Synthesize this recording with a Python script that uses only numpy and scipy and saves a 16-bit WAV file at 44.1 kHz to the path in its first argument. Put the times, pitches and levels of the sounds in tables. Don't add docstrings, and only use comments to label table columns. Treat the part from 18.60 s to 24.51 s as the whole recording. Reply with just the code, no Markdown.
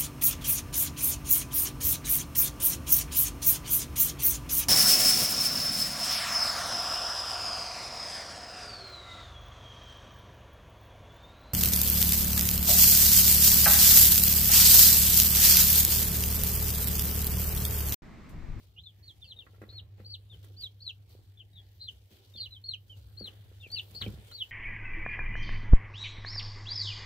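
import sys
import numpy as np
from scipy import signal
from scipy.io import wavfile
from scipy.ndimage import uniform_filter1d

SR = 44100
rng = np.random.default_rng(int(sys.argv[2]) if len(sys.argv) > 2 else 0)


def volts(x):
    e = np.asarray(x, float) / 20
    return 10 ** e


def wav_out(sig):
    wavfile.write(sys.argv[1], SR, np.round(np.clip(np.atleast_2d(sig).T, -1, 1) * 32767).astype(np.int16))


N = 260631


def rms_one(x):
    return x / np.sqrt(np.mean(x ** 2) + 1e-20)


def in_time(rows):
    s, *columns = np.transpose(rows)
    return [np.interp(np.arange(N) / SR, s, c) for c in columns]


def at_hz(points, hz):
    table_hz, table_db = np.transpose(points)
    return np.interp(np.log(hz), np.log(table_hz), table_db)


def drift(rate_hz):
    r = np.exp(-80 * np.pi * rate_hz / SR)
    white = rng.standard_normal(N // 40 + 2002)
    slow = signal.lfilter([1], [1, -2 * r, r * r], white)[2000:]
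    return np.interp(np.arange(N) / 40, np.arange(len(slow)), rms_one(slow))


def ring(clicks, hz, t60_s):
    r = volts(-60 / (t60_s * SR))
    w = 2 * np.pi * hz / SR
    return signal.lfilter([0, np.sin(w)], [1, -2 * r * np.cos(w), r * r], clicks + 1e-18)


def dying(clicks, t60_s):
    return signal.lfilter([1], [1, -volts(-60 / (t60_s * SR))], clicks + 1e-18)


def band(order, low_hz, high_hz):
    return signal.butter(order, [low_hz, high_hz], "band", fs=SR, output="sos")


# pitch_hz, likeness (1 = same)
PORT_LIKENESS = [(60, 0.91), (250, 0.86), (500, 0.52), (1000, 0.022), (4000, 0.014), (12000, 0.02)]


def grainy_noise(spectrum, patchy_db, grain_db):
    low_hz, top_hz = spectrum[0][0], spectrum[-1][0]
    edges = np.geomspace(low_hz, top_hz, 1 + int(3 * np.log2(top_hz / low_hz) + .5))
    white = rng.standard_normal((2, 2, N)) * volts(grain_db * drift(120))
    out = 0
    for k, (low, high) in enumerate(zip(edges, edges[1:])):
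        mid, side = signal.sosfilt(band(2, low, high), white[k % 2])
        hz = np.sqrt(low * high)
        alike = at_hz(PORT_LIKENESS, hz)
        gain = volts(at_hz(spectrum, hz) + patchy_db * drift(3.47))
        out = out + gain * (np.sqrt(1 + alike) * mid + np.sqrt(1 - alike) * side * [[1], [-1]])
    return rms_one(out)


# start_s, level_db
FAN_HUM = [(0, -60.5), (.69, -59.5), (.79, -59), (1.17, -53), (1.5, -50.5), (2.5, -56.5), (3.41, -58),
           (3.46, -60.5), (3.52, -81), (3.69, -65), (3.75, -57.5), (4.35, -55), (4.51, -56.5), (5.3, -53),
           (5.74, -58), (5.91, -63.5)]
# pitch_hz, level_db (per Hz)
FAN_RUMBLE = [(22, -35.5), (40, -27), (58, -2), (75, -4), (95, 2), (125, -14), (160, -14.5), (220, -33)]


def fan():
    hum_hz, rumble_db, rumble_follows, sway_db, sway_s = 100.37, -57.5, .3, -42.5, .05
    hum_db, = in_time(FAN_HUM)
    phase = 2 * np.pi * np.cumsum(hum_hz + 1.575 * drift(3.6)) / SR
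    hum = np.sqrt(2) * volts(hum_db + 0.5 + 0.5 * drift(1.5)) * np.sin(phase)
    from_shove_s = np.abs(np.arange(N) / SR - SHOVES[0][0])
    sway = volts(sway_db) * np.exp(-from_shove_s / sway_s)
    rumble = volts(rumble_db + rumble_follows * (hum_db - hum_db.mean())) + sway
    return hum + rumble * grainy_noise(FAN_RUMBLE, patchy_db=2.5, grain_db=4.5)


# start_s, level_db
RESTLESS = [(0, -73.5), (.18, -83.5), (.5, -77), (1.0, -78.5), (1.25, -86.5), (1.75, -79), (2.24, -82),
            (2.6, -78.5), (2.88, -81.5), (3.11, -76.5), (3.46, -84), (3.7, -76.5), (4.2, -80.5), (4.5, -76),
            (4.8, -75.5), (5.2, -71.5), (5.55, -73.5), (5.91, -70.5)]
# start_s, level_db (peak), dying_s, crispness_db
STIRS = [(.76, -87.5, 0.85, -13), (1.02, -75, 0.21, -5), (1.389, -74, 0.072, -7), (1.73, -71.5, 0.057, -2),
         (1.833, -71.5, 0.12, 0), (2.022, -67.5, 0.038, 4), (2.504, -70.5, 0.05, 2.5),
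         (3.312, -73, 0.14, 3), (3.512, -71, 0.2, 0.5), (4.28, -80, 0.043, 7.5), (4.37, -73, 0.037, 2.5),
         (4.66, -69.5, 0.14, -2.5), (5.11, -69, 0.17, -1), (5.31, -69.5, 0.043, 1), (5.35, -64.5, 0.025, 2),
         (5.415, -67.5, 0.064, 14.5), (5.44, -63, 0.14, -1.5), (5.674, -71, 0.085, 10)]


def stirring(follows, crisp_share):
    resting_db, rise_s = -91, .0051
    restless_db, = in_time(RESTLESS)
    power = volts(2 * (resting_db + follows * (restless_db - resting_db)))
    t = np.arange(N) / SR
    for s, db, dying_s, crisp_db in STIRS:
        shape = np.exp(np.minimum((t - s) / rise_s, 2 * (s - t) / dying_s))
        power = power + volts(2 * (db + crisp_share * crisp_db)) * shape
    return np.sqrt(power)


# pitch_hz, level_db (per Hz)
CRISP = [(1800, -67), (2600, -1), (3400, 7), (4500, 3), (5600, -3), (9500, -5.5), (12000, -7), (15700, 6.5)]
# pitch_hz, level_db (per Hz)
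SCUFF = [(700, 9), (1000, 0.5), (1350, 1), (1700, 2.5), (2200, 2), (3200, -2)]
# pitch_hz, level_db (per Hz)
SHUFFLE = [(110, 7), (160, -55.5), (250, 1.5), (450, 1.5), (750, -8), (1000, -39)]


def rustle():
    out = volts(6.5) * stirring(1, 0.57) * grainy_noise(CRISP, patchy_db=1.6, grain_db=2.0)
    out += volts(0.5) * stirring(1, -0.75) * grainy_noise(SCUFF, patchy_db=3.0, grain_db=1.5)
    out += volts(6) * stirring(0.77, -0.79) * grainy_noise(SHUFFLE, patchy_db=-2.0, grain_db=2.5)
    return out


# start_s, level_db (peak), left_minus_right_db
SNAPS = [(0.0385, -58, 12), (1.018, -54, -3), (1.845, -48.5, -9), (2.007, -51.5, -10), (2.492, -59, -15),
         (3.241, -58, 0), (3.3169, -59, -0.5), (3.5118, -66, -1), (3.6511, -83, 30), (4.282, -56, 2),
         (4.3879, -58, -8), (4.672, -51.5, -17), (5.1162, -42, -6), (5.2135, -53.5, -12), (5.231, -54, -2),
         (5.3107, -54, -24.5), (5.353, -44, -1), (5.3706, -52, -12), (0.866, -71, -5), (1.171, -55, -2),
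         (4.596, -53, 0), (5.4186, -46, -11), (5.5026, -54, -22), (5.6725, -72, -8), (5.7145, -45, 1),
         (5.834, -49, 4)]


def snaps():
    s, db, pan_db = np.transpose(SNAPS)
    hits = np.zeros((2, N))
    hits[:, np.round(s * SR).astype(int)] = volts(db - 8.0 + pan_db * np.array([[.5], [-.5]]))
    noise = dying(hits, .045) * rng.standard_normal((2, N))
    return signal.sosfilt(signal.butter(1, 5000, "high", fs=SR, output="sos"), noise)


def room(x):
    t60_s, level_db = .14, -12.5
    t = np.arange(round(.3 * SR)) / SR
    tail = rng.standard_normal((2, len(t))) * volts(-60 * t / t60_s) * (t > .004)
    tail = tail / np.sqrt(np.sum(tail ** 2, axis=1, keepdims=True))
    return volts(level_db) * signal.fftconvolve(x, tail, axes=1)


def glide(length_s, first_hz, last_hz):
    half_share, sharpness = .6, 2.5
    share = np.linspace(0, 1, round(length_s * SR))
    bend = np.log(1 - .5 ** (1 / sharpness)) / np.log(half_share)
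    return share, first_hz + (last_hz - first_hz) * (1 - (1 - share ** bend) ** sharpness)


# start_s, pitch_hz, level_db
FLAT_CALLS = [
    [(1.089, 3900, -58), (1.1, 4030, -59), (1.12, 4290, -57), (1.15, 4330, -55), (1.174, 4270, -48),
     (1.187, 3880, -48.5), (1.197, 3080, -48.5), (1.205, 2700, -64)],
    [(1.446, 4090, -58), (1.458, 4460, -51), (1.475, 4580, -47.5), (1.534, 4450, -43), (1.543, 3950, -46.5),
     (1.551, 3170, -45), (1.558, 2700, -51)],
    [(5.347, 4230, -46), (5.36, 4320, -42), (5.385, 4420, -46), (5.399, 4470, -54), (5.411, 4490, -47),
     (5.418, 3900, -41.5), (5.424, 3110, -38.5), (5.43, 2520, -56)],
]
NEAR_CALLS = [
    [(.638, 4280, -64), (.65, 4550, -59), (.668, 4580, -63), (.685, 4270, -57), (.708, 4020, -53.5),
     (.722, 3250, -47), (.735, 2810, -66.5)],
    [(2.203, 4000, -57), (2.212, 4330, -54), (2.235, 4486, -44.5), (2.255, 4390, -48), (2.28, 3960, -45),
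     (2.3, 3083, -41), (2.318, 2410, -64)],
    [(3.197, 3960, -54), (3.21, 4154, -50), (3.225, 4185, -47), (3.255, 4105, -50.5), (3.27, 3840, -53.5),
     (3.29, 3013, -46.5), (3.305, 2630, -71)],
    [(4.571, 4050, -54), (4.58, 4350, -48), (4.6, 4580, -42), (4.625, 4356, -47.5), (4.655, 4080, -42.5),
     (4.68, 3060, -40.5), (4.697, 2510, -62.5)],
    [(5.101, 4105, -49), (5.115, 4480, -50), (5.13, 4560, -37.5), (5.15, 4650, -35.5), (5.17, 4350, -41),
     (5.188, 3630, -33), (5.203, 2500, -43.5)],
    [(5.716, 3900, -48.5), (5.73, 4270, -55), (5.745, 4340, -53), (5.77, 4240, -55), (5.795, 3730, -42),
     (5.808, 3400, -44), (5.823, 3050, -42), (5.833, 2700, -54.5), (5.846, 2650, -62)],
]
MID_CALLS = [
    [(3.757, 4100, -54), (3.77, 4400, -55), (3.79, 4380, -40.5), (3.82, 4215, -37.5), (3.845, 3840, -41.5),
     (3.862, 2990, -42), (3.878, 2480, -69.5)],
    [(4.038, 4170, -50.5), (4.055, 4390, -43), (4.07, 4390, -44.5), (4.1, 4240, -40), (4.125, 3840, -43),
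     (4.14, 3035, -41), (4.157, 2390, -57.5)],
]
FAR_CALLS = [
    [(.427, 4280, -64), (.438, 4360, -55.5), (.455, 4470, -61), (.48, 4200, -60), (.5, 3450, -52.5),
     (.52, 3200, -63.5)],
    [(1.966, 4190, -57), (1.98, 4720, -53), (1.99, 4750, -47), (2.01, 4640, -44.5), (2.035, 4080, -47),
     (2.06, 3520, -41), (2.077, 3020, -61)],
]
# start_s, pitch_hz, level_db
BENT_CALLS = [
    [(.16, 2830, -65), (.18, 2830, -50), (.195, 3450, -48), (.212, 4000, -62), (.222, 4080, -77)],
    [(.235, 4080, -53), (.25, 4100, -54), (.265, 3656, -45), (.283, 3435, -52.5), (.312, 3010, -65)],
    [(2.93, 3790, -63), (2.945, 3850, -71), (2.965, 3800, -55), (2.982, 3410, -50), (3.005, 3250, -57)],
    [(3.906, 4080, -55), (3.918, 4030, -46.5), (3.935, 3940, -49.5), (3.965, 3230, -49), (3.988, 3020, -59)],
    [(5.146, 3200, -61), (5.158, 3035, -46), (5.17, 2800, -34.5), (5.183, 2530, -46.5), (5.193, 2430, -56)],
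    [(5.422, 2036, -49), (5.432, 2563, -47), (5.441, 3060, -40.5), (5.452, 3350, -56)],
    [(5.457, 3000, -54), (5.462, 2650, -48), (5.466, 2400, -47), (5.471, 2150, -52)],
]
# start_s, length_s, first_pitch_hz, last_pitch_hz, level_db
SLIDES_LEFT = [
    (0.763, 0.077, 3807, 2690, -47.5),
    (1.697, 0.055, 3680, 3020, -47.5),
    (2.772, 0.056, 3510, 2730, -50),
    (3.737, 0.068, 3670, 2830, -48),
    (5.001, 0.066, 3610, 2544, -49),
    (5.025, 0.057, 2736, 2280, -45.5),
]
SLIDES_MID = [
    (0.615, 0.05, 3616, 2680, -45),
    (4.295, 0.058, 3112, 2830, -47),
]
# share of its length, level_db
SLIDE_EFFORT = [(0, -9), (.15, -5.5), (.45, -3.5), (.75, -7), (1, -16)]
# start_s, length_s, first_pitch_hz, last_pitch_hz, level_db
SECOND_VOICE = [
    (5.456, 0.018, 3150, 3080, -48),
    (3.774, 0.046, 4600, 4500, -54),
    (5.7, 0.024, 3170, 2950, -58),
    (5.348, 0.059, 4720, 4900, -54.5),
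    (5.737, 0.037, 4600, 4500, -53.5),
]
# pitch_hz, level_db
COLOURS = [
    [(3100, 2.5), (3500, -4.5), (3850, 2.5), (4100, 4), (4280, -4), (4430, 0), (4550, -4.5)],
    [(2500, -2), (2950, 8.5), (3400, 0), (3850, 0), (4250, 2.5), (4450, -4), (4650, -0.5)],
    [(2850, 1), (3400, -7.5), (3950, 2), (4120, -1), (4290, 1.5), (4340, -3), (4420, -1.5)],
    [(3200, 8.5), (3600, -4), (3950, 9.5), (4150, 3), (4400, -1.5), (4600, 1), (4800, -4)],
    [(2500, -2), (3100, -1), (3600, -3.5), (4100, 0)],
]
SLIDE_COLOURS = [
    [(2800, -2.5), (3150, 3.5), (3350, -5.5), (3550, -1), (3750, -6.5), (4000, 11), (4800, 6)],
    [(2700, -4), (2950, -5.5), (3150, 4.5), (3350, -12), (3550, -1), (3950, -27)],
]
# left_minus_right_db, rasp_depth_db,
# octave_db
SEATS = [
    (0.5, -12.5, -27.5),
    (1.5, 19.5, -31.5),
    (-0.8, 1, -32),
    (0.8, 11, -32),
    (6, 1.5, -42.5),
    (1, 1.5, -52),
]
LEANS_DB = [3.5, 1.5, 3, 2.5, 2, 2.5, 4, 3, 1.5, -2, 0, -3, -1, 1, 3, 3, -1, 10, 5, 2]


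def calls():
    leans = iter(LEANS_DB)
    broods = (FLAT_CALLS, NEAR_CALLS, MID_CALLS, FAR_CALLS, BENT_CALLS)
    for arches, colour, seat in zip(broods, COLOURS, SEATS):
        for s, hz, db in map(np.transpose, arches):
            t = np.arange(s[0], s[-1], 1 / SR)
            hz = uniform_filter1d(np.interp(t, s, hz), size=350, mode="nearest")
            yield s[0], hz, np.interp(t, s, db) + at_hz(colour, hz), (next(leans), *seat[1:])
    for rows, colour, seat in zip((SLIDES_LEFT, SLIDES_MID), SLIDE_COLOURS, SEATS[-2:]):
        for s, length_s, first_hz, last_hz, db in rows:
            share, hz = glide(length_s, first_hz, last_hz)
            effort_db = np.interp(share, *np.transpose(SLIDE_EFFORT))
            yield s, hz, db + effort_db + at_hz(colour, hz), seat
    for s, length_s, first_hz, last_hz, db in SECOND_VOICE:
        share, hz = glide(length_s, first_hz, last_hz)
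        yield s, hz, db - 7.1 * share ** 2, SEATS[-2]


# centre_s, level_db
SWELLS = [(.185, 5), (.255, -7), (0.273, 8), (.48, 6.5), (.632, 3.5), (.682, 2), (0.711, 7), (.773, 6),
          (0.793, 12), (1.092, 2.5), (1.158, 8), (1.187, 5), (1.451, 4.5), (1.467, 6), (1.491, -7),
          (1.503, 1.5), (1.545, 6.5), (2.041, 7), (2.048, -4), (2.227, 3), (2.243, -7), (2.255, 2),
          (2.268, 3), (2.279, 13), (2.806, 6.5), (3.218, 1), (3.244, 2.5), (3.254, 3), (3.289, 7),
          (3.763, 3), (3.778, 3.5), (3.808, 0), (3.82, 3), (3.862, 5), (3.912, -3), (3.932, 6.5),
          (3.968, 4.5), (4.047, 3), (4.093, 7), (4.115, 5), (4.14, 11), (4.581, 1), (4.601, 1), (4.628, 0),
          (4.648, 3.5), (4.671, -8.5), (4.681, -2), (4.69, -6), (5.105, -3), (5.133, 3), (5.144, 2.5),
          (5.172, -2.5), (5.42, 6), (5.433, -2.5), (5.441, 4), (5.453, -12), (5.46, 4), (5.752, 4),
          (5.811, 7), (5.823, 8)]
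# centre_s, depth_db
DIPS = [(.64, 11), (.672, 10), (.695, 14), (.782, 14), (.801, 12), (1.114, 8), (1.178, 10), (1.456, 12),
        (1.474, 12), (1.511, 5), (2.214, 8), (2.239, 8), (2.262, 12), (2.274, 12), (2.285, 16),
        (3.203, 6), (3.21, 8), (3.237, 6), (3.25, 20), (3.27, 12), (3.77, 12), (3.796, 9), (3.826, 14),
        (3.849, 12), (3.857, 12), (3.918, 13), (3.945, 16), (3.961, 9), (4.057, 9), (4.081, 7),
        (4.107, 21), (4.123, 9), (4.131, 17), (4.592, 14), (4.616, 6), (4.633, 14), (4.639, 18),
        (4.654, 14), (5.109, 10), (5.154, 16), (5.772, 6), (5.8, 14)]


def level_flutter():
    swell_s, dip_s = .0062, .0022
    t = np.arange(N) / SR
    flutter_db = 1.3 * drift(80)
    for s, db in SWELLS:
        flutter_db = flutter_db + db * np.exp(-((t - s) / swell_s) ** 2)
    for s, db in DIPS:
        flutter_db = flutter_db - db * np.exp(-((t - s) / dip_s) ** 2)
    return flutter_db


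# start_s, extra_rasp_db, clear_s
HOARSE = [(.16, 2, .23), (.235, 2, .31), (.427, 2, .52), (.642, 4, .7), (1.087, 5, 1.145), (2.2, 3, 2.27),
          (2.773, 2, 2.83), (2.93, 2.5, 3.0), (3.196, 3.5, 3.275), (3.757, 3, 3.85), (5.423, 4, 5.46),
          (5.456, 3, 5.48), (5.712, 4.5, 5.798)]
MUFFLED_S = [1.087, 5.716]


def peeps():
    rasp_hz, far_wall_s, far_wall_db = 283, .0095, -11
    pan_db_per_octave = 7
    out = np.zeros((2, N + SR))
    every = list(calls())
    bounce_s = 0.001013 + .007 * rng.random((len(every), 2, 4))
    lag_s = .00005 * np.sign(rng.uniform(-1, 1, len(every)))
    flutter_db, waver_hz = level_flutter(), 25 * drift(60)
    buzz = 2 * np.pi * np.cumsum(rasp_hz + 75 * drift(50)) / SR
    for (s, hz, db, (pan_db, rasp_db, octave_db)), bounces, lag in zip(every, bounce_s, lag_s):
        now = round(s * SR) + np.arange(len(hz))
        rasp_db = np.clip(rasp_db, 0, .6)
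        for at_s, hoarse_db, clear_s in HOARSE:
            if abs(at_s - s) < .006:
                rasp_db = rasp_db + hoarse_db * np.clip((clear_s - now / SR) / .01, 0, 1)
        octave_db = min(octave_db, -28)
        if any(abs(at_s - s) < .006 for at_s in MUFFLED_S):
            octave_db -= 20
        hz = hz + waver_hz[now]
        phase = 2 * np.pi * np.cumsum(hz) / SR - 0.019 * rasp_db * np.cos(buzz[now])
        level = volts(db + flutter_db[now] + rasp_db * np.sin(buzz[now]))
        fade = np.clip(np.minimum(now - now[0], now[-1] - now) / SR / 0.0024, 0, 1)
        octave = volts(octave_db + 5 * np.log2(3800 / hz)) * np.sin(2 * phase)
        tone = np.sqrt(2) * level * fade * (np.sin(phase) + octave)
        tail = room(tone[None])
        out[:, now[0]:now[0] + tail.shape[1]] += tail
        lean_db = pan_db + pan_db_per_octave * np.log2(hz / 3900)
        for port, side in enumerate((.5, -.5)):
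            delays_s = [0, far_wall_s + .1 * bounces[port, 0], *bounces[port]]
            losses_db = [-1, far_wall_db, *(-14 - 500 * bounces[port])]
            for delay, loss_db in zip(delays_s, losses_db):
                at = round((s + delay + side * lag) * SR)
                out[port, at:at + len(now)] += volts(loss_db + side * lean_db) * tone
    return out[:, :N]


# pitch_hz, width_hz, level_db
AIR_MODES = [
    (2716, 40, -8),
    (3048, 55, -4),
    (3450, 40, -10),
    (3985, 60, -7),
    (4275, 64, -12),
]


def air(x):
    out = x.copy()
    for k, (hz, width_hz, db) in enumerate(AIR_MODES):
        r = np.exp(-np.pi * width_hz / SR)
        poles = [1, -2 * r * np.cos(2 * np.pi * hz / SR), r * r]
        mode = signal.lfilter([(1 - r * r) / 2, 0, (r * r - 1) / 2], poles, x + 1e-18)
        out += volts(db) * (-1) ** k * mode
    return out


# start_s, level_db (peak)
SHOVES = [
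    (5.475, -15),
    (5.538, -19),
    (5.6, -57),
]
# pitch_hz, level_db, t60_s
BOX = [(61.4, -10.5, 0.097), (145, -27, 0.36), (205.7, -6, 0.13), (261, -27, 0.21), (321, -18, 0.17),
       (418, -18, 0.12), (510, -66, 0.54), (630, -48, 0.057)]


def panel_booms(at, db, boom_db):
    push, shove = np.zeros((2, N))
    push[at] = volts(db)
    for s, shove_db in SHOVES:
        shove[round(s * SR)] = volts(shove_db)
    out = (-2.4 * ring(push, 430, 0.013) + 0.32 * ring(shove, 110, 0.019)) * np.ones((2, 1))
    for k, (hz, level_db, t60_s) in enumerate(BOX):
        clicks = np.zeros(N)
        clicks[at + 190] = volts(db + boom_db + level_db + rng.standard_normal(len(at)))
        out += ring(clicks, hz, t60_s) * volts([[0.68 * (-1) ** k], [0]])
    return signal.sosfilt(band(3, 50, 700), out)


# pitch_hz, level_db, t60_s
BOX_HIGH = [(720, 14.5, 0.0019), (1094, -1, 0.043), (1367, 3, 0.035), (1664, -3, 0.056), (1975, 3.5, 0.019),
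            (2600, -9, 0.028), (3900, -12, 0.025)]


def hard_contacts(at, db):
    crush = np.zeros(N)
    crush[at] = volts(db)
    grains = .6 * dying(crush, .08) * (rng.random(N) < 330 / SR)
    spot_db = 4 * drift(8)
    out = np.zeros((2, N))
    for k, (hz, level_db, t60_s) in enumerate(BOX_HIGH):
        tick = 0.45 * (-1) ** k * crush * volts(spot_db * np.sin(2.4 * k))
        strikes = grains * rng.standard_normal((2, N)) + tick
        out += volts(level_db) * ring(strikes, hz, t60_s)
    return out


# start_s, level_db (peak), hardness_db, boom_db
THUDS = [(0.864, -60.5, 4, -17), (0.931, -59, -14, -20), (0.942, -59.5, -3.5, -20), (0.979, -58, -17, -22),
         (1.014, -41.5, -10, -0.5), (1.023, -44.5, -19, -6), (1.033, -44.5, -13, -20),
         (1.081, -53, -22, -28), (1.124, -56, -13, -33), (1.397, -47, -16, 2), (1.743, -59, -13, -20),
         (1.84, -59.5, -1.5, -28), (2.548, -51, -31, -34), (2.588, -59, -37, -25), (3.506, -56.5, -31, 5.5),
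         (3.749, -55, -22, 5.5), (4.607, -39.5, -29, 5.5), (4.679, -55.5, -11, 0), (4.913, -53.5, -15, -17),
         (5.063, -49, -44, -11), (5.31, -63, -5, 10), (5.347, -51, -13, -3), (5.41, -53, 6.5, 15),
         (5.42, -56, 6.5, -10), (5.461, -35.5, -24, 10), (5.573, -53, -14, 10.5), (5.711, -70, 16, 10)]


def thuds():
    s, db, hard_db, boom_db = np.transpose(THUDS)
    at = np.round((s + 0.00243) * SR).astype(int)
    out = panel_booms(at, db, boom_db) + hard_contacts(at, db + hard_db)
    return out + room(out)[:, :N]


def scene():
    return fan() + rustle() + snaps() + air(peeps()) + thuds()


def band_limit(x):
    return signal.sosfilt(signal.butter(12, 15730, fs=SR, output="sos"), x)


def record(dry):
    loud = signal.sosfilt(band(4, 3900, 4800), dry.mean(axis=0))
    loud_db = 10 * np.log10(uniform_filter1d(loud ** 2, size=1024) + 1e-14)
    masked = signal.sosfiltfilt(band(4, 5000, 6600), dry)
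    faint_db = 10 * np.log10(uniform_filter1d(np.mean(masked ** 2, axis=0), size=2048) + 1e-14)
    mix = dry - masked * np.clip((loud_db - faint_db - 29) / 3, 0, 1)
    mix = signal.sosfiltfilt(signal.ellip(10, .2, 50, 15720, fs=SR, output="sos"), mix)
    return band_limit(mix)


dry = scene()
out = record(dry)
wav_out(out)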